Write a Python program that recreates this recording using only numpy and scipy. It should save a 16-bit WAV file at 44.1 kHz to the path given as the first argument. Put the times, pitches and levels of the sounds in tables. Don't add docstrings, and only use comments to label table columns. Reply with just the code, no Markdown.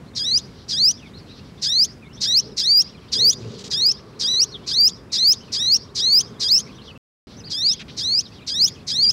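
import sys
import numpy as np
from scipy import signal
from scipy.fft import rfft, irfft, next_fast_len
from scipy.io import wavfile
from scipy.ndimage import uniform_filter1d, minimum_filter1d, map_coordinates

SR = 44100
rng = np.random.default_rng(int(sys.argv[2]) if len(sys.argv) > 2 else 0)


def wrap_up_sound(samples):
    columns = np.atleast_2d(samples).T
    tamed = np.clip(columns, -1, 1)
    steps = np.round(tamed * 32767).astype(np.int16)
    wavfile.write(sys.argv[1], SR, steps)


N = 402191
TIME = np.arange(N) / SR
TOP_HZ = 15700
ATTACK_S, RELEASE_S = 0.009, 0.015

# columns f/Hz, level/dB
RASP_COLOUR = [(1000, -53.5), (2000, -21.5), (2900, -21.5), (3400, -17), (4000, 1), (4900, 1), (5800, -3),
               (7000, -15.5), (9000, -27.5), (11000, -38), (14500, -41), (16000, -45.5)]
# columns f/Hz, level/dB per Hz
AIR_COLOUR = [(20, -35.5), (38, -14), (60, -3), (140, 0.5), (240, -2.5), (310, -9), (430, -11), (680, -19),
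              (1100, -21.5), (2200, -26), (5000, -37.5), (7000, -38.5), (11000, -45.5), (15500, -53)]
AIR_DB = -42.5


def undb(db):
    return 10 ** (np.asarray(db) / 20)


def unit(x):
    return x / np.sqrt(np.mean(x ** 2))


def gain_at(hz, points):
    f, db = np.transpose(points)
    return undb(np.interp(np.log(hz + 1), np.log(f), db))


def noise(points, size):
    n = next_fast_len(size)
    spectrum = rfft(rng.standard_normal(n)) * gain_at(np.fft.rfftfreq(n, 1 / SR), points)
    return unit(irfft(spectrum, n)[:size])


def walk(rate, size):
    k = max(int(SR / rate), 1)
    steps = np.repeat(rng.standard_normal(size // k + 1), k)
    return 2.52 * uniform_filter1d(uniform_filter1d(steps, k), k)[:size]


def ramp(x):
    return np.sin(np.pi / 2 * np.clip(x, 0, 1)) ** 2


def arch(length):
    u = np.linspace(0, 1, int(length * SR))
    return u, ramp(4 * u) * ramp(4 * (1 - u))


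def add(out, start, x):
    i = max(int(start * SR), 0)
    out[i:i + len(x)] += x[:max(len(out) - i, 0)]


def sunbird(rasp_db=1, click_db=-42, click_lead_s=0.0068,
            closing_db=-33, closing_s=0.0094, closing_lead_s=0.006):
    # start t/s, nominal rasp length/s, rasp level before rasp_db/dB, whistle length/s,
    # wait before the climb/s, climb time/s, shoulder f/Hz, creep after the shoulder/(Hz per s),
    # flick time/s, top f/Hz, whistle level/dB, crescendo/dB, hoarseness/0-1
    calls = [(0.157, 0.037, -25, 0.2, 0.027, 0.076, 1950, 8033, 0.014, 3480, -14.5, -1.2, 0.54),
             (0.688, 0.044, -25.0, 0.18, 0.023, 0.13, 2470, 0.0, 0.029, 2970, -13, -1.5, 0.2),
             (1.622, 0.041, -21, 0.19, 0.006, 0.076, 1945.0, 6720.0, 0.013, 3230, -12.5, -2.5, 0.23),
             (2.211, 0.048, -21.0, 0.14, 0.0013, 0.07, 1982.0, -2, 0.038, 2820.0, -11.1, -0.2, 0.45),
             (2.572, 0.045, -20.5, 0.2, 0.0098, 0.115, 2368.0, 1704, 0.019, 2810, -12.5, 0, 0.05),
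             (3.124, 0.03, -19, 0.18, 0.016, 0.11, 2290, 3934, 0.035, 3350, -11.5, -1, 0.87),
             (3.708, 0.028, -22.5, 0.18, 0.012, 0.052, 1885.0, 7380.0, 0.013, 2740, -13, -3.0, 0.5),
             (4.198, 0.041, -23.0, 0.2, 0.024, 0.04, 1962, 270.0, 0.037, 2885, -12, -1, 0.54),
             (4.67, 0.046, -25.0, 0.18, 0.0079, 0.1, 2372, 3930.0, 0.014, 3470, -12.8, 1.5, 0.26),
             (5.124, 0.046, -20.5, 0.17, 0.0023, 0.037, 2000, 5380.0, 0.013, 3470, -11.5, 2, 0.25),
             (5.525, 0.041, -22.0, 0.2, 0.0043, 0.079, 1946.0, 3357, 0.032, 2885, -12.5, 2, 0.8),
             (5.954, 0.048, -23, 0.2074, 0.00029, 0.045, 1960, 4240.0, 0.015, 3100, -11.5, -0.2, 0.1),
             (6.402, 0.043, -22.0, 0.16, 0.03, 0.095, 2638, 12000.0, 0.019, 3310, -12.6, -2, 0.6),
             (7.504, 0.031, -26.5, 0.2, 0.014, 0.055, 1815, 7642, 0.011, 3060, -14.9, 0, 0.3),
             (7.973, 0.039, -26, 0.2, 0.0049, 0.055, 1964, 4612, 0.015, 3210, -16, -1.2, 0.15),
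             (8.472, 0.033, -24.5, 0.18, 0.021, 0.059, 1944, 10430.0, 0.019, 3380, -13.5, 3, 0.65),
             (8.874, 0.043, -24.5, 0.19, 0.004, 0.16, 2385.0, 0.0, 0.013, 2680, -13.5, -1.5, 0.1)]
    out = np.zeros(N)
    for start, rasp_s, db, length, *shape, level_db, crescendo_db, hoarse in calls:
        _, click = arch(0.0026)
        _, closing = arch(closing_s)
        whistle_at = start + rasp_s
        add(out, start - click_lead_s, undb(click_db) * click * noise(RASP_COLOUR, len(click)))
        add(out, start - 0.009, undb(db + rasp_db) * rasp(rasp_s + 0.00796))
        add(out, whistle_at - ATTACK_S, whistle(length, shape, level_db, crescendo_db, hoarse))
        closing_rasp = undb(closing_db) * closing * noise(RASP_COLOUR, len(closing))
        add(out, whistle_at + length - closing_lead_s, closing_rasp)
    return out


def rasp(length, attack_s=0.023, release_s=0.015, fall=0.3, grain_db=0.17,
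         tone_hz=1650, tone_db=-2, tone_jitter=0.043):
    t = np.arange(int((length + release_s) * SR)) / SR
    speed = 1 + fall * (np.exp(-2 * t / length) - 0.4)
    chaos = map_coordinates(noise(RASP_COLOUR, size=2 * len(t)), [np.cumsum(speed)], order=3)
    shaky_hz = tone_hz * (1 + tone_jitter * walk(900, len(t)))
    phase = 2 * np.pi * np.cumsum(shaky_hz) / SR
    tone = unit(sum(gain_at(k * tone_hz, RASP_COLOUR) * np.sin(k * phase) for k in range(1, 6)))
    voice = unit(chaos + undb(tone_db) * ramp(t / length) * tone)
    grain = unit(undb(grain_db * walk(600, len(t))))
    return voice * grain * ramp(t / attack_s) * ramp((t[-1] - t) / (2 * release_s))


def whistle(length, shape, level_db, crescendo_db, hoarse, flutter_db=0.56, dip_db=6,
            jitter=0.0022, hoarse_jitter=0.015, rough_jitter=0.03, settle_s=0.017,
            unsteady_hz=3200, unsteady_width_hz=800, hiss_db=-39, hoarse_hiss_db=10,
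            overtone_flicker_db=2.0, blur=0.067, waver=0.005, waver_rate=55):
    harmonic_levels = [6, 7.5, -2.5, -9, -9.5, -15, -13.5, -23]
    # columns f/Hz, level/dB
    throat = [(1600, -36.5), (2450, -34), (3150, -23.5), (3750, -7), (4250, 2), (4800, 2), (5600, -1.5),
              (6350, -8.5), (7100, -19), (9200, -17.5), (11500, -31.5), (13200, -21.5), (15600, -34)]
    # columns f/Hz, level/dB
    pitch_loudness = [(1610, -9.5), (1700, -11.5), (1900, -9), (2100, -4), (2350, 0.5), (2750, 1),
                      (3000, -5.5), (3300, -12.5), (3500, -23)]
    t = np.arange(-ATTACK_S, length + RELEASE_S, 1 / SR)
    hz = glide(t, length, *shape) * (1 + waver * walk(waver_rate, len(t)))

    dips = ramp(walk(260, len(t)) / 2) * ramp(3 * (t / length - 0.6))
    flutter = flutter_db * walk(220, len(t)) - dip_db * dips
    swell = crescendo_db * (t / length - 0.5)
    loudness = gain_at(hz, pitch_loudness) * undb(level_db + swell + flutter)

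    rough = np.exp(-(t - t[0]) / settle_s) + ramp((hz - unsteady_hz) / unsteady_width_hz + 0.5)
    strain = hoarse * ramp((hz - 2100) / 700)
    tremble = (jitter + hoarse_jitter * strain) * walk(600, len(t))
    hz = hz * (1 + tremble + rough_jitter * rough * walk(1800, len(t)))
    phase = 2 * np.pi * np.cumsum(hz) / SR

    tone, power = 0, 0
    for k, db in enumerate(harmonic_levels, 1):
        below_top = ramp((TOP_HZ - k * hz) / 500 + 1)
        gain = undb(db) * gain_at(k * hz, throat) * below_top
        loose = np.clip(1 - 2 * gain, 0, 1)
        gain = gain * undb(loose * overtone_flicker_db * walk(198.9, len(t)))
        tone = tone + gain * np.sin(k * phase + loose * blur * walk(1500, len(t)))
        power = power + gain ** 2 / 2
    hiss = undb(hiss_db + hoarse_hiss_db * strain) * noise(RASP_COLOUR, len(t))
    voice = tone / np.sqrt(power) + hiss
    return voice * loudness * ramp((t - t[0]) / ATTACK_S) * ramp((t[-1] - t) / RELEASE_S)


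def glide(t, length, wait, climb, shoulder_hz, creep_hz_per_s, flick_s, top_hz,
          low_hz=1617, break_hz=3507, break_s=0.007):
    hz = low_hz + (shoulder_hz - low_hz) * np.sin(np.pi / 2 * np.clip((t - wait) / climb, 0, 1))
    hz = hz + creep_hz_per_s * np.maximum(t - wait - climb, 0)
    hz = hz + (top_hz - hz) * np.exp(-(np.minimum(t - length, 0) / flick_s) ** 2)
    return hz + (break_hz - hz) * (1 - np.exp(-np.maximum(t - length, 0) / break_s))


def wings(beat_hz=32.4, beat_db=2.0, pass_s=3.39, pass_length_s=0.13, pass_hz=115, pass_db=-37):
    # columns start t/s, length/s, level/dB
    flutters = [(2.406, 0.17, -41), (3.126, 0.21, -35.5), (3.324, 0.29, -38.5), (3.571, 0.15, -43)]
    # columns start t/s, length/s, centre f/Hz, level/dB
    brushes = [(3.357, 0.24, 4550, -50), (3.575, 0.06, 4840, -41.5), (3.631, 0.063, 4840, -38.5),
               (7.799, 0.037, 2440, -43.5), (7.789, 0.043, 3850, -38), (7.878, 0.034, 3270, -42.5)]
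    out = np.zeros(N)
    puff = [(40, -22), (115, -2.0), (230, -1.0), (320, -13.0), (420, 1.5), (640, -19.5),
            (1200, -26.0), (4000, -43.5), (12000, -70)]
    for start, length, db in flutters:
        u, envelope = arch(length)
        beats = undb(beat_db * np.cos(2 * np.pi * beat_hz * length * u))
        add(out, start, undb(db) * envelope * unit(beats * noise(puff, len(u))))
    u, envelope = arch(pass_length_s)
    whirr = unit(np.sin(2 * np.pi * pass_hz * pass_length_s * u))
    add(out, pass_s, undb(pass_db) * envelope * whirr)
    for start, length, hz, db in brushes:
        u, envelope = arch(length)
        colour = [(hz / 5, -30), (hz * 0.66, -3), (hz, 0), (hz * 1.53, -8), (hz * 2, -25), (hz * 4, -48)]
        scratch = noise(colour, len(u)) * undb(0.9 * walk(330, len(u)))
        add(out, start, undb(db) * envelope * unit(scratch))
    return out


def other_birds(waver=0.016, chatter_db=-61, chatter_hz=3350, count=210):
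    # columns start t/s, length/s, start f/Hz, middle f/Hz, end f/Hz, mean level/dB
    twitter = [ (.95, 0.15, 4300, 2690, 2230, -53), (1.129, 0.073, 3200, 4240, 3570, -50.5),
               (1.281, 0.077, 3700, 3980, 3800, -51), (2.01, 0.086, 2814, 2230, 2200, -52.5),
               (2.126, 0.051, 5100, 5700, 6150, -50), (2.154, 0.11, 2900, 3830, 3450, -46),
               (4.508, 0.07, 4600, 3800, 2890, -39), (5.4, 0.048, 2500, 3140, 2800, -49),
               (6.78, 0.02, 3900, 3180, 2590, -46.5), (6.869, 0.053, 3560, 3010, 2360, -41),
               (7.359, 0.062, 4400, 6180, 3900, -48), (7.433, 0.066, 3650, 4830, 3600, -42.5),
               (7.654, 0.11, 4525, 3660, 3260, -32), (8.245, 0.032, 4900, 3920, 3140, -42),
               (8.356, 0.05, 3920, 3170, 2730, -52.5), (9.017, 0.042, 4130, 3550, 3050, -42)]
    out = np.zeros(N)
    chatter = []
    for at, long, height, loud, *bend in rng.random((count, 7)):
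        octaves = 0.63 * (height - 0.5) + 1.2 * (np.array(bend) - 0.5)
        pitches = chatter_hz * 2 ** octaves
        chatter.append((at * N / SR, 0.0338 + 0.036 * long, *pitches, chatter_db + 4 * loud))
    for start, length, first, middle, last, db in list(twitter) + chatter:
        u, envelope = arch(length)
        curve = np.polyfit([0, 0.5, 1], [first, middle, last], 2)
        hz = np.polyval(curve, u) * (1 + waver * walk(700, len(u)))
        note = unit(np.sin(2 * np.pi * np.cumsum(hz) / SR))
        add(out, start, undb(db + 2 * walk(120, len(u))) * envelope * note)
    return out


def garden(x, tail_db=-29, t60_s=0.41, twigs_db=-21, twigs_t60_s=0.092, ground_db=-19, ground_s=0.0082,
           echo_db=-32, echo_s=0.0817, echo_spread_s=0.02):
    t = TIME[:int(0.6 * SR)]
    # f/Hz, level/dB
    far = [(500, -4.5), (3000, -7.0), (5300, -2.0), (7000, -8), (14000, -24.5)]
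    parts = [(twigs_db, undb(-60 * t / twigs_t60_s)),
             (tail_db, undb(-60 * t / t60_s)),
             (echo_db, np.exp(-((t - echo_s) / echo_spread_s) ** 2))]
    response = sum(undb(db) * unit(envelope * noise(far, len(t))) for db, envelope in parts)
    response = response / np.sqrt(len(t))
    bounce = undb(ground_db) * np.pad(x, (int(ground_s * SR), 0))[:N]
    return signal.fftconvolve(x, response / 2)[:N] + bounce


def outdoors(rush_db=-57, leaves_db=-61.0):
    # columns t/s, level/dB
    rush_swell = [(0, -2), (2, -2), (4.35, 10.5), (4.8, 7), (5.7, 5), (6.25, 10.5), (6.9, 6.5), (7.4, -5.5),
                  (9.1, 1)]
    swell_db = np.interp(TIME, *np.transpose(rush_swell))
    rumble = noise(AIR_COLOUR, N) * undb(AIR_DB + walk(7, N) / 2)
    rush = noise([(200, -21), (410, 12.0), (540, 1), (760, -9), (1130, 1.5), (1600, -11),
                  (4000, -32.0), (12000, -46.5)], N)
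    haze = noise([(1500, -40.5), (3200, 2), (4300, 7), (5800, 1), (7500, -30.0), (14000, -40.5)], N)
    return rumble + rush * undb(rush_db + swell_db) + haze * undb(leaves_db + 2.76 * walk(25, N))


def scene(far_wet_db=10.0):
    near = sunbird() + wings()
    far = other_birds()
    mix = near + far + garden(near + undb(far_wet_db) * far) + outdoors()
    return np.array([mix, mix])


def limit(x, top=0.53, size=130):
    gain = top / np.maximum(np.abs(x).max(axis=0), top)
    return x * uniform_filter1d(minimum_filter1d(gain, size), size)


def record(dry, ceiling=0.34, side_db=-31, side_floor_db=-26):
    fine = signal.resample_poly(limit(dry), 4, 1, axis=1)
    clipped = signal.resample_poly(np.clip(fine, -ceiling, ceiling), 1, 4, axis=1)
    shifted = signal.hilbert(clipped[0], next_fast_len(N))[:N].imag
    side = undb(side_db) * shifted + undb(AIR_DB + side_floor_db) * noise(AIR_COLOUR, N)
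    # start t/s, end t/s
    silent_span = (6.977, 7.27)
    live = (TIME < silent_span[0]) | (TIME > silent_span[1])
    stereo = (clipped + np.array([side, -side])) * live
    top_cut = signal.ellip(10, 0.1, 80, TOP_HZ, fs=SR, output="sos")
    return signal.sosfilt(top_cut, stereo)


dry = scene()
out = record(dry)
wrap_up_sound(out)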